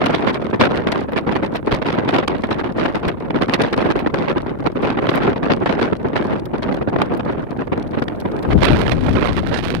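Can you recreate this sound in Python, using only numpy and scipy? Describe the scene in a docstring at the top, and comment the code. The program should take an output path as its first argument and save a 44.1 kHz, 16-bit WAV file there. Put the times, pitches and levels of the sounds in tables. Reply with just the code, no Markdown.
"""Outdoors at night, an arm's length from a two-port microphone, clothes on a beam flap in strong wind.
Each flap displaces air in a soft whump and snaps its folds in a crack; between flaps the hems flutter.
Fabric ticks against itself, garments fill with low thuds, and turbulence rumbles underneath.
Near the end a gust buffets the left port and sweeps the rustle past the right."""
import sys
import numpy as np
from scipy import signal
from scipy.fft import rfft, irfft
from scipy.io import wavfile
from scipy.ndimage import uniform_filter1d

SR = 44100
rng = np.random.default_rng(int(sys.argv[2]) if len(sys.argv) > 2 else 0)


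def unload_audio(sound):
    """Save the sound as a 16-bit wav file, at the path given as the first command line argument."""
    columns = np.transpose(np.atleast_2d(sound))
    # keep every value between -1 and 1, then stretch to whole-number steps
    steps = np.round(np.clip(columns, -1, 1) * 32767)
    wavfile.write(sys.argv[1], SR, steps.astype(np.int16))


N = 432180
TIME = np.arange(N) / SR


# Flaps, from whip cracks to long shakes.
# Each row: peak time in seconds, whump level in dB, crack level in dB, length in seconds.
FLAPS = [(0.017, -18.5, -27, 0.099), (0.059, -16, -15.5, 0.0082), (0.096, -12, -26.5, 0.016),
         (0.126, -20, -23.5, 0.049), (0.205, -20, -32.5, 0.13), (0.238, -14, -30, 0.0069),
         (0.269, -15, -19, 0.032), (0.343, -28, -28, 0.029), (0.448, -17.5, -35.5, 0.016),
         (0.509, -19, -35, 0.0045), (0.531, -9.5, -25, 0.018), (0.604, -11, -17, 0.047),
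         (0.65, -25, -24, 0.019), (0.67, -13.5, -19, 0.0038), (0.718, -19, -29, 0.1),
         (0.87, -11.5, -19.5, 0.0095), (0.886, -23, -27.5, 0.028), (0.919, -23, -23, 0.015),
         (0.94, -19.5, -30, 0.076), (1.165, -17, -20.5, 0.024), (1.272, -14, -27, 0.039),
         (1.313, -21, -29, 0.033), (1.355, -13, -22.5, 0.014), (1.428, -19, -30.5, 0.044),
         (1.549, -22, -28, 0.026), (1.67, -13, -28, 0.027), (1.716, -22.5, -25.5, 0.053),
         (1.817, -15, -27, 0.015), (1.861, -21, -26, 0.078), (1.945, -19, -34, 0.13),
         (1.985, -15, -21.5, 0.01), (2.083, -16.5, -22.5, 0.031), (2.133, -15, -23.0, 0.073),
         (2.227, -15.5, -26.5, 0.014), (2.278, -22, -22, 0.012), (2.302, -17.5, -34, 0.098),
         (2.438, -22.5, -30.5, 0.023), (2.51, -18.5, -25, 0.03), (2.586, -21.5, -28, 0.027),
         (2.641, -19, -32, 0.052), (2.786, -19, -29, 0.14), (2.854, -31, -19.5, 0.009),
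         (2.95, -16, -28.5, 0.035), (3.032, -19.5, -30, 0.036), (3.079, -14, -23.5, 0.017),
         (3.303, -16.5, -29.5, 0.014), (3.346, -14, -28, 0.043), (3.414, -16.5, -21.5, 0.029),
         (3.492, -21.5, -30, 0.076), (3.536, -21, -20.5, 0.017), (3.602, -16, -26, 0.075),
         (3.729, -18.5, -21.5, 0.016), (3.777, -18, -27.0, 0.083), (3.857, -16, -30.5, 0.064),
         (3.857, -11.0, -24, 0.0046), (3.905, -14, -22, 0.017), (3.96, -19, -29.5, 0.056),
         (4.062, -12, -25.5, 0.015), (4.14, -14, -25, 0.011), (4.172, -23, -32, 0.12),
         (4.281, -16.5, -24, 0.038), (4.364, -13, -27.0, 0.022), (4.657, -12.5, -26, 0.022),
         (4.757, -17, -33.0, 0.044), (4.836, -17.0, -26.5, 0.086), (4.973, -11.5, -25.5, 0.021),
         (5.029, -17.5, -30, 0.15), (5.09, -17, -20.5, 0.0072), (5.145, -18.5, -27.5, 0.066),
         (5.217, -16, -25.5, 0.084), (5.273, -13, -29, 0.045), (5.36, -19.5, -30, 0.016),
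         (5.433, -16.5, -29.5, 0.057), (5.5, -8.5, -20, 0.029), (5.613, -13.5, -31, 0.035),
         (5.662, -18, -21.5, 0.021), (5.697, -17, -26, 0.064), (5.781, -15.5, -27.5, 0.025),
         (5.819, -17, -26, 0.066), (5.926, -7, -28.5, 0.0098), (6.05, -15.5, -34, 0.03),
         (6.14, -19, -35, 0.12), (6.158, -19, -24, 0.026), (6.221, -14, -28.5, 0.0068),
         (6.301, -17.5, -32.5, 0.059), (6.537, -17, -31, 0.025), (6.626, -25, -26.5, 0.021),
         (6.671, -17.5, -35.5, 0.11), (6.812, -12, -31, 0.014), (6.876, -12.5, -29.5, 0.015),
         (6.925, -15, -36, 0.037), (6.96, -2.5, -22, 0.006), (6.989, -21, -32.5, 0.071),
         (7.016, -7.5, -15, 0.0062), (7.113, -15, -35, 0.06), (7.194, -22.5, -30.5, 0.017),
         (7.271, -19.5, -33, 0.076), (7.59, -17, -33, 0.04), (7.721, -14.5, -26.5, 0.017),
         (7.78, -21.5, -45, 0.033), (7.932, -18.5, -34, 0.026), (7.975, -11, -33, 0.0097),
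         (8.021, -13, -25.5, 0.01), (8.081, -24, -29.5, 0.0044), (8.254, -15, -32.5, 0.016),
         (8.322, -17, -46, 0.052), (8.507, -16.5, -24, 0.024), (8.623, -16, -25, 0.096),
         (8.725, -17, -32, 0.12), (8.858, -24, -30, 0.035), (8.918, -21, -26, 0.014),
         (9.066, -17.5, -31, 0.041), (9.155, -16, -32.5, 0.081), (9.222, -22, -30, 0.11),
         (9.375, -20, -31, 0.022), (9.53, -31, -30.5, 0.062)]
def flaps(crack_lag_s=0):
    """Air displacement and sudden tension: the whump power and crack power of the flaps."""
    return swells(FLAPS, crack_lag_s)


def hem_flutter(flicks_per_s=42, spread_db=4.5, length_s=0.021):
    """Aeroelastic flutter: whump and crack power of small uneven flicks, livelier around each flap."""
    gap, force, stretch = rng.standard_normal((800, 3)).T
    times = np.cumsum(np.exp(0.4 * gap)) / flicks_per_s
    force_db = spread_db * np.clip(force, -2, 2)
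    lengths = length_s * np.exp(0.5 * stretch)
    flicks = swells(zip(times, 0.1 * force_db, force_db, lengths))   # harder flicks are crisper
    shaken = np.abs(uniform_filter1d(flaps(), int(0.15 * SR), axis=1))
    lull_db, shake_db = [[-23.5], [-44]], [[-10.5], [-19.5]]   # whump, crack
    power = from_db(lull_db) ** 2 + from_db(shake_db) ** 2 * shaken
    return (flicks / flicks.mean(axis=1, keepdims=True) + 0.033) * power


def folds(per_s=3500, spread_db=5.5):
    """Shot noise: folds flick over in pressure pulses, a few large among many small, separate per port."""
    born = rng.random((2, N)) < per_s / SR
    sizes = from_db(spread_db * np.minimum(rng.exponential(1, (2, N)), 5))
    return born * sizes * rng.choice([-1, 1], (2, N))


def edge_diffraction(x, path_s, share):
    """Dipole interference: each pulse returns inverted round the sheet's edge, by a shifting path."""
    lag = np.rint(path_s * SR * np.exp(0.45 * drift(9))).astype(int)
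    delayed = np.take_along_axis(x, np.maximum(np.arange(N) - lag, 0), axis=1)
    return x - share * delayed


# Spectrum of the cloth. Each row: frequency in Hz, relative density in dB.
CLOTH_SPECTRUM = [(45, -17.5), (100, -4), (170, -3), (260, -1), (400, -3.5), (630, -7), (1000, -8.5),
                  (2000, -13.5), (3600, -21), (5000, -30), (7200, -46.5), (9000, -47.5), (12000, -53),
                  (16000, -69.5)]
# How each band is driven. Each row: frequency in Hz, crispness (0 follows the whump, 1 the crack).
CRISPNESS = [(130, 0.042), (400, 0.26), (800, 0.55), (1400, 0.81), (2600, 1.24), (5000, 1.75),
             (12000, 1.65)]
def cloth(exposure):
    """Amplitude modulation of fold pulses by band: the bass follows the whump, the treble the crack."""
    whump, crack = np.sqrt(flaps(crack_lag_s=0.0022) + hem_flutter())
    sharpness = from_db(8.5) * crack / whump
    ripple = from_db(drift(37.7)[0])   # waves running down the cloth make each flap throb
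    pulses = edge_diffraction(folds(), path_s=0.0009, share=0.49)
    pulses = edge_diffraction(pulses, path_s=0.002, share=0.48)
    pulses = colour(pulses, CLOTH_SPECTRUM)
    crinkle = (drift(110) + drift(150)[0]) / np.sqrt(2)   # wrinkle clusters, partly shared by the ports
    knots_hz, crispness = np.transpose(CRISPNESS)
    edges_hz = np.geomspace(55, 17000, 13)
    sound = 0
    for k, (low, high) in enumerate(zip(edges_hz, edges_hz[1:])):
        crisp = np.interp(np.log(low * high) / 2, np.log(knots_hz), crispness)
        tone_db = (0.95 + 0.82 * crisp) * drift(18.3)   # folds of changing size shift the colour
        crinkle_db = crisp ** 2 * (2.0 * crinkle - 2.5)
        level = whump * sharpness ** crisp * from_db(tone_db + crinkle_db)
        ports = from_db(crisp * exposure * np.array([[-16.9], [7.9]]))   # the gust carries treble right
        bandpass = signal.butter(2, [low, high], "band", fs=SR, output="sos")
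        rustle = even(signal.sosfilt(bandpass, pulses), span_s=0.034 + 3.9 / high)
        sound = sound + (-1) ** k * rustle * level * ports
    return sound * ripple


# Strong ticks. Each row: peak time in seconds, crackle level in dB, sparkle level in dB.
TICKS = [(0.06, -24.5, -51), (0.92, -23, -51), (1.123, -62, -51), (1.56, -33, -44.5), (1.746, -28.5, -56),
         (3.083, -29, -48), (3.619, -21, -53), (3.994, -43, -49), (5.106, -37, -54), (5.156, -33, -38),
         (6.457, -37, -47), (6.744, -38, -54), (7.174, -47, -48), (8.203, -38.5, -49), (8.318, -41, -71),
         (8.428, -39, -50)]
# Spectra of the crackle and the higher sparkle. Each row: frequency in Hz, relative density in dB.
CRACKLE_SPECTRUM = [(1500, 6), (4200, 6.5), (7400, -12), (9000, -8.5), (16000, -31.5)]
SPARKLE_SPECTRUM = [(8000, -5), (13000, 2), (16000, -2)]
def ticks(light_per_s=18, strong_length_s=0.0054):
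    """Brief impacts have broad spectra: fabric flicks against itself in strong and light ticks."""
    gap, force = rng.random((300, 2)).T
    times = np.cumsum(-np.log(gap)) / light_per_s
    light = from_db(-49) * bursts(zip(times, 12 * force), length_s=0.0021)
    strong, sparkle = np.sqrt(swells((*row, strong_length_s) for row in TICKS))
    crackle = (strong + light) * even(noise(CRACKLE_SPECTRUM), span_s=0.0027)
    return (crackle + sparkle * noise(SPARKLE_SPECTRUM)) * pan(-2.0)


# Thuds of the cloth filling. Each row: peak time in seconds, relative level in dB.
BILLOWS = [(0.596, -23), (1.731, -13), (3.065, -16.5)]
# Spectrum of slow air motion, in billows and wind. Each row: frequency in Hz, relative density in dB.
RUMBLE_SPECTRUM = [(25, -27.5), (50, -6), (75, -6), (130, -5.5), (600, -29.5)]
def billows():
    """Volume displacement: a garment filling with air makes a few slow pressure swings."""
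    swings = even(noise(RUMBLE_SPECTRUM), span_s=0.017)
    return from_db(-1.0) * bursts(BILLOWS, length_s=0.017) * swings


GUST_START_S = 8.468
def wind_exposure(lag_s, rise_s, sheltered=0.072, exposed=0.87):
    """Advection of a gust front: the share of the full wind that is felt ramps up as it arrives."""
    arrival_s = GUST_START_S + lag_s
    return np.interp(TIME, [arrival_s, arrival_s + rise_s], [sheltered, exposed])


# Large eddies in the gust. Each row: peak time in seconds, relative level in dB.
EDDIES = [(8.545, -5), (8.705, -7), (8.925, -15), (9.03, -14), (9.115, -9), (9.295, -19), (9.37, -18.5),
          (9.745, -20)]
# Spectrum of the buffeting. Each row: frequency in Hz, relative density in dB.
BUFFET_SPECTRUM = [(18, -12), (75, -5.5), (130, -7), (300, -12.5), (2000, -62)]
def buffeting(fade_db_per_s=6.5):
    """Turbulent pressure: eddies thump on the windward left port as the gust dies away."""
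    age = np.maximum(TIME - GUST_START_S, 0)
    fading = from_db(-15.5 - fade_db_per_s * age)
    level = np.hypot(fading, bursts(EDDIES, length_s=0.045))
    return level * even(noise(BUFFET_SPECTRUM), span_s=0.078) * pan(11.5)


# Spectrum of the rush. Each row: frequency in Hz, relative density in dB.
RUSH_SPECTRUM = [(700, 3), (2000, 2), (4000, -4.5), (7300, -24.5), (9000, -22.5), (16000, -35.5)]
def wind_rush(gust_strength):
    """Flow noise: a crackling rush of wind on the right port, surging with every flap."""
    _, crack_power = flaps()
    surge = gust_strength * np.sqrt(crack_power + from_db(-29) ** 2)
    crackle_db = 4.8 * drift(150) + 5.4 * drift(19)   # quick crackle in slower bursts
    rush = even(colour(folds(), RUSH_SPECTRUM), span_s=0.012)
    return surge * rush * from_db(crackle_db - 6) * pan(-21)


# Faint hiss of air, swelling with the gust. Each row: time in seconds, level in dB.
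HISS_LEVEL = [(7.7, -41.5), (8.5, -34), (9.2, -40), (9.8, -64)]
# Spectrum of the hiss. Each row: frequency in Hz, relative density in dB.
HISS_SPECTRUM = [(500, 18), (3000, -30), (7000, -33), (9000, -28), (16000, -31.5)]
def wind():
    """Broadband turbulence: an uneven low rumble under a faint hiss."""
    rumble = noise(RUMBLE_SPECTRUM) * from_db(-35.5 + 0.93 * drift(12.0))
    hiss_db = np.interp(TIME, *np.transpose(HISS_LEVEL))
    return rumble + from_db(hiss_db) * noise(HISS_SPECTRUM)


def swells(rows, high_lag_s=0):
    """Incoherent bursts add in power: low and high envelopes from rows of peak s, dB, dB, length s."""
    power = np.zeros((2, N))
    for peak_s, low_db, high_db, length_s in rows:
        attack_s = 0.0018 + 0.12 * length_s
        near = slice(*np.searchsorted(TIME, [peak_s - np.pi * attack_s, peak_s + np.pi * length_s]))
        age = TIME[near] - peak_s - np.array([[0], [high_lag_s]])
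        shape = np.exp(-np.where(age < 0, (age / attack_s) ** 2, np.abs(age / length_s) ** 2.13))
        power[:, near] += (from_db([[low_db], [high_db]]) * shape) ** 2
    return power


def bursts(rows, length_s):
    """Amplitude is the root of power: one envelope from rows of peak time in seconds, level in dB."""
    return np.sqrt(swells((s, db, db, length_s) for s, db in rows)[0])


def noise(spectrum):
    """Filtered Gaussian noise, independent at each port."""
    return colour(rng.standard_normal((2, N)), spectrum)


def colour(x, spectrum, size=16384):
    """Minimum-phase filtering to a spectrum that falls away past its ends; the result has unit rms."""
    hz = np.maximum(np.arange(size // 2 + 1) * SR / size, 1)
    knots_hz, db = np.transpose(spectrum)
    rolloff = np.minimum(1, np.minimum(hz / knots_hz[0], knots_hz[-1] / hz)) ** 2
    gain = rolloff * from_db(np.interp(np.log(hz), np.log(knots_hz), db))
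    cepstrum = irfft(np.log(gain), size)
    impulse = irfft(np.exp(rfft(2 * cepstrum[:size // 2], size)), size)
    return rms_one(signal.oaconvolve(x, impulse[None], axes=1)[:, :N])


def even(x, span_s):
    """Division by the running rms steadies the level and keeps pulses shorter than the span."""
    width = max(int(span_s * SR), 2)
    power = uniform_filter1d(uniform_filter1d(rms_one(x) ** 2, width), width)
    return x / np.sqrt(np.abs(power) + 1e-6)


def drift(rate_hz):
    """Low-pass noise: a random wander of unit spread, independent at each port."""
    lowpass = signal.butter(2, rate_hz, fs=1000, output="sos")
    grid_s = np.arange(12000) / 1000
    slow = rms_one(signal.sosfilt(lowpass, rng.standard_normal((2, grid_s.size))))
    return np.array([np.interp(TIME + 2, grid_s, row) for row in slow])


def pan(left_db):
    """Constant-power panning for a left-minus-right level difference."""
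    return rms_one(from_db(np.array([[left_db], [-left_db]]) / 2))


def rms_one(x):
    """Normalisation to unit rms."""
    return x / np.sqrt(np.mean(x ** 2) + 1e-20)


def from_db(db):
    """Decibels to amplitude ratio."""
    return 10 ** (np.asarray(db) / 20)


def scene():
    """Superposition in a free field; the gust reaches the microphone first, then the cloth."""
    at_microphone = wind_exposure(lag_s=0, rise_s=0.0088)
    at_cloth = wind_exposure(lag_s=0.083, rise_s=0.034)
    clothes = cloth(at_cloth) + ticks() + billows()
    return clothes + wind() + at_microphone * (buffeting() + wind_rush(at_cloth))


def record(dry, cutoff_hz=15600):
    """Soft saturation rounds the highest peaks; a steep low-pass cuts the top."""
    rounded = dry / (1 + dry ** 6) ** (1 / 6)
    return signal.sosfilt(signal.ellip(10, 0.1, 70, cutoff_hz, fs=SR, output="sos"), rounded)


dry = scene()
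out = record(dry)
unload_audio(out)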